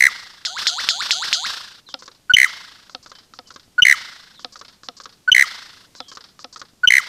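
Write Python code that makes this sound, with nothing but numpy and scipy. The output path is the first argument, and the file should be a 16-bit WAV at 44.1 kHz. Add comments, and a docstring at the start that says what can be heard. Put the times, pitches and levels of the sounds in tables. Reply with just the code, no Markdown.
"""A loud trill opens the scene, then five buzzing zaps: a lyrebird displays in scrub, close to a small
microphone. Both sides of its syrinx sound in a zap, a warbling high voice over a low whistle. It then
alternates knocks, dry clacks and whirrs (pulse trains filtered by the throat, all in one rhythm) with a
loud note-yelp-trill call; zaps and calls die away in a throbbing rasp. A small bird whistles further
off over faint air. Twigs and trunks scatter the song, and the loudest notes overload the microphone."""
import sys
import numpy as np
from scipy import signal
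from scipy.fft import rfft, irfft
from scipy.io import wavfile
from scipy.ndimage import uniform_filter1d, minimum_filter1d

SR = 44100
rng = np.random.default_rng(int(sys.argv[2]) if len(sys.argv) > 2 else 0)


def to_wav(s):
    """Save 16-bit WAV."""
    ch = np.atleast_2d(s).T  # columns
    pcm = np.round(np.clip(ch, -1, 1) * 32767)  # PCM
    wavfile.write(sys.argv[1], SR, pcm.astype(np.int16))


N = 312228

# spectra of the background air and of the throat in each kind of sound: f/Hz, level/dB
AIR_COLOUR = [(20, -6.5), (40, -7.5), (100, -6), (200, -4.5), (450, -12), (900, -17), (2000, -20),
              (5000, -17.5), (8000, -22), (10000, -25.5), (14000, -28.5), (15500, -44.5)]
WHIRR_COLOUR = [(500, -18.5), (1250, -4.5), (2400, -24), (3500, -11.5), (4700, 5), (5800, 0), (7200, -6.5),
                (8300, -14.5), (9500, -35.5)]
CLACK_COLOUR = [(250, 33), (700, -25), (1250, 9), (1800, -6.5), (2600, -15), (3700, -1.5), (5600, -4),
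                (7000, -12.5), (8300, -33), (10000, -47)]
KNOCK_COLOUR = [(150, -16), (260, -20), (700, 9), (1300, 11.5), (2200, 3), (3500, 5.5), (5300, 13.5),
                (6500, -19), (8000, -27.5), (10000, -40)]
RASP_COLOUR = [(1900, -17.5), (2600, -4.5), (3500, 2), (4400, 1.5), (5400, 0), (6500, -12.5), (8000, -16),
               (10000, -23), (14500, -27.5), (15500, -43.5)]
ZAP_COLOUR = [(2000, -19), (2800, -6), (3500, -5), (4100, 1), (5200, -2), (5900, 4.5), (6700, -2),
              (7500, -4.5), (9000, -23), (14500, -36)]
# whistles of the small bird: t/s, length/s, starting f/Hz, final f/Hz, level/dB
FAR_WHISTLES = [(1.859, 0.061, 4500, 2880, -37), (3.126, 0.054, 3150, 3040, -46),
                (3.445, 0.046, 2990, 2887, -49.5), (4.334, 0.083, 4500, 2900, -43),
                (5.976, 0.071, 4450, 2830, -42), (6.041, 0.094, 3380, 3005, -46.5)]
# phrases of a deep knock and a pair of clacks: knock t/s, pair t/s, knock level/dB, snap level/dB,
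# clack level/dB, whirr level/dB, puff level/dB, drop from first to second puff/dB
PHRASES = [(1.9408, 2.023, -17, -12.5, -18.5, -30.5, -43.5, 6),
           (2.948, 3.061, -19, -16.5, -20.5, -33.5, -37.5, 3.5),
           (3.389, 3.505, -21.5, -30.5, -19, -33.5, -42.5, 8.5),
           (4.446, 4.557, -17, -14, -18, -30, -37, 2.5), (4.8858, 5.0008, -18, -15, -17, -29, -41, 5.5),
           (6.003, 6.1161, -18, -19, -17, -27.5, -37, 3), (6.444, 6.56, -19.5, -26, -15.5, -27, -46, 6)]
# puffs after a pair: t/s from its second clack, t60/s
PAIR_PUFFS = [(.035, .07), (.068, 0.12), (.114, .17)]
# whirrs round a pair: t/s from its first clack, length/s, relative level/dB
PAIR_WHIRRS = [(-.034, .024, 0), (.007, .016, -1), (0.034, .014, 1.5)]
# hollow resonances of the throat after a knock: f/Hz, level/dB, t60/s
THROAT_MODES = [(252, -16, 0.057), (487.6, -11.5, 0.056), (701, -12, 0.063), (1242, -11.5, .05)]
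# zaps: t/s, crack level/dB, buzz level/dB, whistle level/dB
ZAPS = [(0.4513, -8, -3.5, -3), (.669, 1, 2.5, -0.5), (.889, 3.5, 2.5, -0.5), (1.1086, 2, 3.5, -0.5),
        (1.3288, 1.5, 3, -1)]
# high voice of a zap: t/s from its start, centre f/Hz, warble f/Hz, level/dB
ZAP_BUZZ = [(.001, 4642, 185, -15), (.005, 4360, 186.2, -12.5), (.018, 4167, 187.3, -16.5),
            (.035, 4050, 159.5, -23), (.06, 4000, 148, -26.5), (.1, 4030, 148, -29), (.118, 4250, 189, -26),
            (.135, 5190, 204, -33.5)]
# pitch contours of the parts of a zap and of a loud call: t/s within the part, f/Hz, level/dB
ZAP_CRACK = [(-.002, 915, -31), (-.0006, 1424, -17), (0, 2294, -4), (.0007, 4300, -4), (.0016, 5300, -38)]
ZAP_WHISTLE = [(.004, 1152, -19), (.02, 755, -21), (.035, 626.4, -34.5), (.06, 713, -26.5), (.09, 794, -28),
               (.11, 1049, -27), (.124, 1550, -16.5), (.134, 2300, -18.5), (.138, 2310, -72)]
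CALL_NOTE = [(0, 1435, -31.5), (.002, 1442, -14.5), (.007, 1447, -9), (.014, 1486, -6), (.02, 1470, -8),
             (.023, 1437, -15.5), (.027, 1504, -33.5)]
CALL_YELP = [(-.005, 3010, -29), (-.003, 2996, -1.5), (-.0005, 3038, 6.5), (.0025, 2960, -9.5),
             (.005, 2816, -6.5), (.008, 3000, 0), (.0105, 3087, -10.5), (.013, 3090, -38)]
TRILL_PIP = [(-.0036, 2334, -28), (-.0018, 1974, -9.5), (0, 2140, 0.5), (.0014, 1950, -5.5),
             (.0028, 1540, -19), (.0039, 2030, -16.5), (.0065, 2150, -32.5)]
TRILL_SLUR = [(.006, 1640, -29), (.012, 1400, -24.5), (.022, 1192, -25), (.027, 1000, -44),
              (.031, 900, -78.5)]
# loud calls, the first already under way: yelp t/s, last pip t/s, pitch ratio, yelp level/dB,
# rasp level/dB
LOUD_CALLS = [(-.0367, 0.0686, 1, 3, -34.5), (2.3407, 2.4459, 1.013, 4.5, -34.5),
              (3.8251, 3.9264, 1, 3, -34), (5.3212, 5.4247, 1.016, 2, -33),
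              (6.8779, 6.983, 1.009, 1.5, -36)]

LEAD_S, PAIR_GAP_S = .052, .0556  # from lead clack to knock; between the clacks of a pair


def undb(db):
    """Amplitude ratio of a level in decibels."""
    return 10 ** (np.asarray(db) / 20)


def clock(length):
    """Sample times over a length in seconds."""
    return np.arange(max(int(length * SR), 8)) / SR


def add(out, s, x):
    """Superposition: x adds to out from time s."""
    i = int(round(s * SR))
    x = x[max(-i, 0):max(N - i, 0)]
    out[max(i, 0):max(i, 0) + len(x)] += x


def curves(table):
    """Linear interpolation: sample times, then each column of a table."""
    s, *columns = np.transpose(table)
    t = s[0] + clock(s[-1] - s[0])
    return [t] + [np.interp(t, s, c) for c in columns]


def gain_at(hz, colour):
    """Frequency response of a spectrum (f/Hz, level/dB), interpolated in log frequency."""
    f, db = np.transpose(colour)
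    return undb(np.interp(np.log(hz + 1), np.log(f), db))


def coloured(x, colour):
    """Linear filtering: the spectrum of x is multiplied by a frequency response."""
    return irfft(rfft(x) * gain_at(np.fft.rfftfreq(len(x), 1 / SR), colour), len(x))


def noise(colour, size):
    """Filtered Gaussian noise of rms 1."""
    x = coloured(rng.standard_normal(size), colour)
    return x / x.std()


def wander(t, rate):
    """Random modulation of spread near 1, with rate new values a second."""
    u = (t - t[0]) * rate
    points = rng.standard_normal(int(u[-1]) + 2)
    return 1.2 * np.interp(u, np.arange(len(points)), points)


def turn(hz):
    """Phase as the time integral of frequency."""
    return 2 * np.pi * np.cumsum(hz) / SR


def gate(t, edge):
    """Trapezoidal envelope with ramps of edge seconds."""
    return np.clip(np.minimum(t - t[0], t[-1] - t) / edge, 0, 1)


def tone(hz, overtones_db):
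    """Periodic vibration of a membrane: a fundamental and its harmonics."""
    phase = turn(hz)
    overtones = sum(undb(db) * np.sin((k + 2) * phase) for k, db in enumerate(overtones_db))
    return np.sin(phase) + overtones


def add_note(out, s, shape, db, overtones_db, ratio=1, rough=.002, hiss_db=-70):
    """Frequency jitter roughens a note sung along a contour at time s; air hisses with it."""
    t, hz, level_db = curves(shape)
    voice = tone(hz * ratio * (1 + rough * wander(t, 2500)), overtones_db)
    hiss = undb(hiss_db) * noise([(1000, -25), (4000, -.5), (8000, -2.5), (14500, -7)], len(t))
    add(out, s + t[0], undb(db + level_db) * gate(t, .00024) * (voice + hiss))


def pulses(t, hz, colour, fade_db_s=0, fade_db_s_per_hz=0, smear=3.14, count=40):
    """Source and filter: the throat weights and delays the harmonics of syrinx pulses, smearing them."""
    k = np.arange(1, count + 1)[:, None]
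    weight = gain_at(k * hz, colour) * (k * hz < SR / 4)
    lag = smear * np.cumsum(.5 * rng.standard_normal((count, 1)), axis=0)
    decay = undb(-t * (fade_db_s + fade_db_s_per_hz * k * hz))
    harmonics = weight * decay * np.sin(k * (turn(hz) - 1.4) + lag)
    return gate(t, .00036) * harmonics.sum(0) / weight.sum(0)


def air(db=-58):
    """Ambient noise: faint, broadband and slowly drifting in level."""
    return noise(AIR_COLOUR, N) * undb(db + 1.1 * wander(clock(8)[:N], 3.1))


def scrub(x, early_db=-25, early_t60=.076, late_db=-27, late_t60=.67):
    """Reverberation: twigs scatter the sound at once; trunks further off give a faint long tail."""
    t = clock(.87)
    colour = [(100, -7.5), (1400, 4), (2100, 7.5), (3000, 3.5), (6000, 7), (8400, 5),
              (10000, -1.5), (14000, -9.5)]
    response = 0
    for db, t60 in ((early_db, early_t60), (late_db, late_t60)):
        tail = noise(colour, len(t)) * undb(-60 * t / t60) * np.clip(t / .00083, 0, 1)
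        response = response + undb(db) * tail / np.linalg.norm(tail)
    return x + signal.fftconvolve(x, response)[:N]


def small_bird(direct_db=-8, scattered_db=-7, t60=.23):
    """Scattering in the bushes smears the thin falling whistles of a distant bird."""
    direct = np.zeros(N)
    for s, length, from_hz, to_hz, db in FAR_WHISTLES:
        t = clock(length)
        hz = from_hz * (to_hz / from_hz) ** (t / length) * (1 + .02 * wander(t, 400))
        add(direct, s, undb(db) * gate(t, .015) * np.sin(turn(hz)))
    t = clock(.25)
    leaves = rng.standard_normal(len(t)) * undb(-60 * t / t60)
    scattered = signal.fftconvolve(direct, leaves / np.linalg.norm(leaves))[:N]
    return undb(direct_db) * direct + undb(scattered_db) * scattered


def puffs():
    """Exponentially decaying noise bursts follow each pair of clacks, their level dropping ever faster."""
    out = np.zeros(N)
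    t = clock(.13)
    colour = [(400, -18.5), (1400, -3.5), (2500, -12.5), (3700, -3), (5100, -.5), (6500, -18),
              (9000, -27.5), (14000, -42.5)]
    for _, pair_s, *_, db, drop_db in PHRASES:
        for k, (after, t60) in enumerate(PAIR_PUFFS):
            envelope = undb(db - drop_db * k ** 2 - 60 * t / t60) * gate(t, .0015)
            add(out, pair_s + PAIR_GAP_S + after, envelope * noise(colour, len(t)))
    return out


def whirr(length, pulse_hz=550):
    """High formants turn a pulse train into a thin buzz; the pulse rate sags in the middle."""
    t = clock(length)
    hz = pulse_hz * (1 + .08 * np.cos(2 * np.pi * t / length) + .03 * wander(t, 150))
    buzz = pulses(t, hz, WHIRR_COLOUR) + undb(-27.5) * noise(WHIRR_COLOUR, len(t))
    pressure_loss = undb(-4 * t / length)
    return pressure_loss * gate(t, .0014) * buzz


def whirrs(lead_delay_s=.006, lead_length_s=.035, lead_db=-4):
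    """Pulse trains fill the gaps: a long soft one before each knock, three short ones round the pair."""
    out = np.zeros(N)
    for knock_s, pair_s, *_, db, _, _ in PHRASES:
        add(out, knock_s - LEAD_S + lead_delay_s, undb(db + lead_db) * whirr(lead_length_s))
        for after, length, relative_db in PAIR_WHIRRS:
            add(out, pair_s + after, undb(db + relative_db) * whirr(length))
    return out


def clack(t60):
    """Jitter and a noise burst make a damped pulse train gritty; a filter thins its bass."""
    t = clock(.12)
    hz = (380 + 220 * np.exp(-t / .03)) * np.exp(.12 * np.clip(wander(t, 900), -2, 2))
    body = pulses(t, hz, CLACK_COLOUR, fade_db_s=60 / t60, fade_db_s_per_hz=.19)
    grit = undb(-18.5 - 4300 * t) * gate(t, .00087) * noise(CLACK_COLOUR, len(t))
    return coloured(body + grit, [(80, -17), (300, 3), (800, -.5)])


def clacks(lead_db=-21.5, lead_t60=.03, first_db=-2.5, pair_t60=.079):
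    """Damping sets the character: one dry clack before each knock, a ringing pair after it."""
    out = np.zeros(N)
    for knock_s, pair_s, _, _, db, *_ in PHRASES:
        add(out, knock_s - LEAD_S, undb(lead_db) * clack(lead_t60))
        add(out, pair_s, undb(db + first_db) * clack(pair_t60))
        add(out, pair_s + PAIR_GAP_S, undb(db) * clack(pair_t60))
    return out


def knocks(snap_delay_s=.0018, pulses_db=7.5):
    """Damped throat modes ring hollow under a slowing, darkening pulse train and a falling snap."""
    out = np.zeros(N)
    t = clock(.12)
    snap = [(-.0007, 6500, -24.5), (-.0001, 5330, -8), (.0003, 3835, 2), (.0009, 3100, -9),
            (.002, 2710, -60)]  # t/s, f/Hz, level/dB
    for s, _, db, snap_db, *_ in PHRASES:
        hz = (240 + 280 * np.exp(-t / .0045)) * (1 + .032 * wander(t, 550))
        body = undb(pulses_db) * pulses(t, hz, KNOCK_COLOUR, fade_db_s=1900, fade_db_s_per_hz=.27)
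        # the resonances start a little high and sink as the throat relaxes
        relax = (1 + .18 * np.exp(-t / .008)) * (1 + .02 * rng.standard_normal())
        hollow = sum(undb(mode_db - 60 * t / t60) * np.sin(turn(mode_hz * relax))
                     for mode_hz, mode_db, t60 in THROAT_MODES)
        add(out, s, undb(db) * (body + gate(t, .006) * hollow))
        add_note(out, s + snap_delay_s, snap, snap_db, overtones_db=[-38], rough=.034)
    return out


def rasp(length, fade_db_s, throb_hz, peak_s, high_depth_db=3, low_depth_db=6.5, low_db=-4):
    """Amplitude modulation: two hoarse voices throb as they fade; the low one scoops up each time."""
    t = clock(length)
    cycle = 2 * np.pi * throb_hz * (t - peak_s)
    throb = np.cos(cycle) * np.clip(t / .039, 0, 1)
    flutter = turn(200 * (1 + .23 * wander(t, 250)))
    high = noise(RASP_COLOUR, len(t)) * undb(high_depth_db * throb) * (1 + .083 * np.sin(flutter))
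    low_hz = 1450 + 180 * np.sin(flutter) + 480 * wander(t, 2600) + 340 * np.sin(cycle)
    throat = [(200, -35), (500, -6.5), (800, -2), (1600, 6), (2600, -6)]
    low = coloured(tone(low_hz, overtones_db=[-14]), throat)
    low *= undb(low_db + low_depth_db * (throb - .2) + 1.2 * wander(t, 850))
    return undb(-fade_db_s * t) * gate(t, .0043) * (high + low)


def rasps(zap_delay_s=.13, zap_db=-24.5, pause_s=.0014, trill_delay_s=.026):
    """Exponential decay: every zap and every trill dies away in a rasp."""
    out = np.zeros(N)
    starts = [zap[0] for zap in ZAPS]
    for zap_s, next_s in zip(starts, starts[1:] + [np.inf]):
        s = zap_s + zap_delay_s
        length = min(.35, next_s - pause_s - s)  # the bird falls silent just before the next zap
        tail = rasp(length, fade_db_s=77, throb_hz=28, peak_s=.045, low_depth_db=5.5, low_db=-5.5)
        add(out, s, undb(zap_db) * tail)
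    for _, last_s, *_, db in LOUD_CALLS:
        tail = rasp(.42, fade_db_s=52, throb_hz=27.05, peak_s=.028)
        add(out, last_s + trill_delay_s, undb(db) * tail)
    return out


def add_buzz(out, s, db, swing_hz=1100, octave_db=-7, hiss_db=-25):
    """Fast frequency modulation, narrowing with time, makes the high voice of a zap buzz."""
    t, centre_hz, rate_hz, level_db = curves(ZAP_BUZZ)
    warble = turn(rate_hz * (1 + .035 * wander(t, 150))) - 1.2
    narrowing = 1 - np.clip(t / .31, 0, .38)
    hz = centre_hz + swing_hz * narrowing * np.cos(warble) + 130 * wander(t, 2500)
    # as the pressure drops, the membrane sounds mostly on each downward stroke
    stroke = (1 + np.clip(t / .11, 0, .8) * np.sin(warble - 1.05)) * undb(1.9 * wander(t, 500))
    buzz = coloured(tone(hz, [octave_db]) * stroke, ZAP_COLOUR)
    hiss = noise([(2000, -23), (5000, 2.5), (9500, 9), (14500, -10)], len(t))
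    sizzle = undb(hiss_db) * np.clip(t / .037, 0, 1) * hiss
    add(out, s + t[0], undb(db + level_db) * gate(t, .0025) * (buzz + sizzle))


def add_whistle(out, s, db):
    """Throat resonances shape the low voice of a zap as its pitch dips and rises."""
    t, hz, level_db = curves(ZAP_WHISTLE)
    throat = [(600, -4), (850, -5.5), (1350, 0), (1600, -6), (2400, -4.5), (3500, -13), (6000, -19)]
    phase = turn(hz * (1 + .047 * wander(t, 1600)))
    fundamental = gain_at(hz, throat) * np.sin(phase) * np.clip(t / .11, 0, 1)
    # the octave is strong early on and drops out before the final rise
    octave_gain = undb(np.interp(t, [0, .025, .05, .1], [-10, -1.5, -3, -23]))
    octave = octave_gain * gain_at(2 * hz, throat) * np.sin(2 * phase)
    # the rise is pressed and gains bright overtones
    pressed = np.clip((t - .105) / .023, 0, 1) * undb(-14.5) * (np.sin(2 * phase) + np.sin(3 * phase))
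    add(out, s + t[0], undb(db + level_db) * gate(t, .002) * (fundamental + octave + pressed))


def zaps():
    """Biphonation: after a cracking upsweep, the two sides of the syrinx sing separate voices."""
    out = np.zeros(N)
    for s, crack_db, buzz_db, whistle_db in ZAPS:
        add_note(out, s, ZAP_CRACK, crack_db, overtones_db=[-20], rough=.1, hiss_db=-22)
        add_buzz(out, s, buzz_db)
        add_whistle(out, s, whistle_db)
    return out


def add_trill(out, first_s, last_s, count=6, hurry=.11, sag=.009):
    """Repeated frequency sweeps: pips hurry and sink in pitch over a thin sizzle; the last slurs down."""
    u = np.linspace(0, 1, count)
    pip_times = first_s + (last_s - first_s) * (u + hurry * u * (1 - u))
    for k, s in enumerate(pip_times):
        db = 2.3 + 1.2 * rng.standard_normal()
        ratio = (1.015 - sag * k) * (1 + .011 * rng.standard_normal())
        add_note(out, s, TRILL_PIP, db, overtones_db=[-18, -18.5, -26, -27, -44],
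                 ratio=ratio, rough=.0067, hiss_db=-26)
    t = clock(last_s - first_s + .023)
    colour = [(1000, -22.5), (5000, -3), (8500, -1.5), (10000, -6), (14000, -5), (15500, -26.5)]
    sizzle = undb(-38) * gate(t, .01223) * noise(colour, len(t))
    add(out, first_s - .005, sizzle)
    add_note(out, last_s, TRILL_SLUR, 0, overtones_db=[-24, -20.5, -20, -14.5, -18.5],
             rough=.026, hiss_db=-16.5)


def loud_calls(note_lead_s=.045, trill_delay_s=.0286):
    """Membrane vibration gives a nearly pure note, a two-humped yelp an octave up, and a trill."""
    out = np.zeros(N)
    for yelp_s, last_s, ratio, db, _ in LOUD_CALLS:
        add_note(out, yelp_s - note_lead_s, CALL_NOTE, .2, overtones_db=[-35.5, -31, -49, -41.5],
                 ratio=ratio, rough=.009, hiss_db=-61.5)
        add_note(out, yelp_s, CALL_YELP, db, overtones_db=[-16, -41, -41, -39.5],
                 ratio=ratio, rough=.0082, hiss_db=-38)
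        add_trill(out, yelp_s + trill_delay_s, last_s)
    return out


def scene():
    """Superposition of the birds, their reverberation in the scrub and the air, in one channel."""
    birds = zaps() + loud_calls() + rasps() + knocks() + clacks() + whirrs() + puffs() + small_bird()
    return (scrub(birds) + air())[None]


def record(dry, thump=.12, top_hz=15500):
    """Overload: a fast limiter holds loud notes at full scale; driven far past it, the microphone thumps."""
    peaks = uniform_filter1d(-minimum_filter1d(-np.abs(dry), size=45), size=45)
    held = dry / np.maximum(peaks / 1.06, 1)
    excess = np.maximum(np.abs(dry) - 1.15, 0)
    overload = signal.sosfilt(signal.butter(2, 260, fs=SR, output="sos"), excess)
    clipped = np.clip(held + thump * overload, -1, 1)
    return signal.sosfilt(signal.ellip(8, .2, 70, top_hz, fs=SR, output="sos"), clipped)


dry = scene()
out = record(dry)
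to_wav(out)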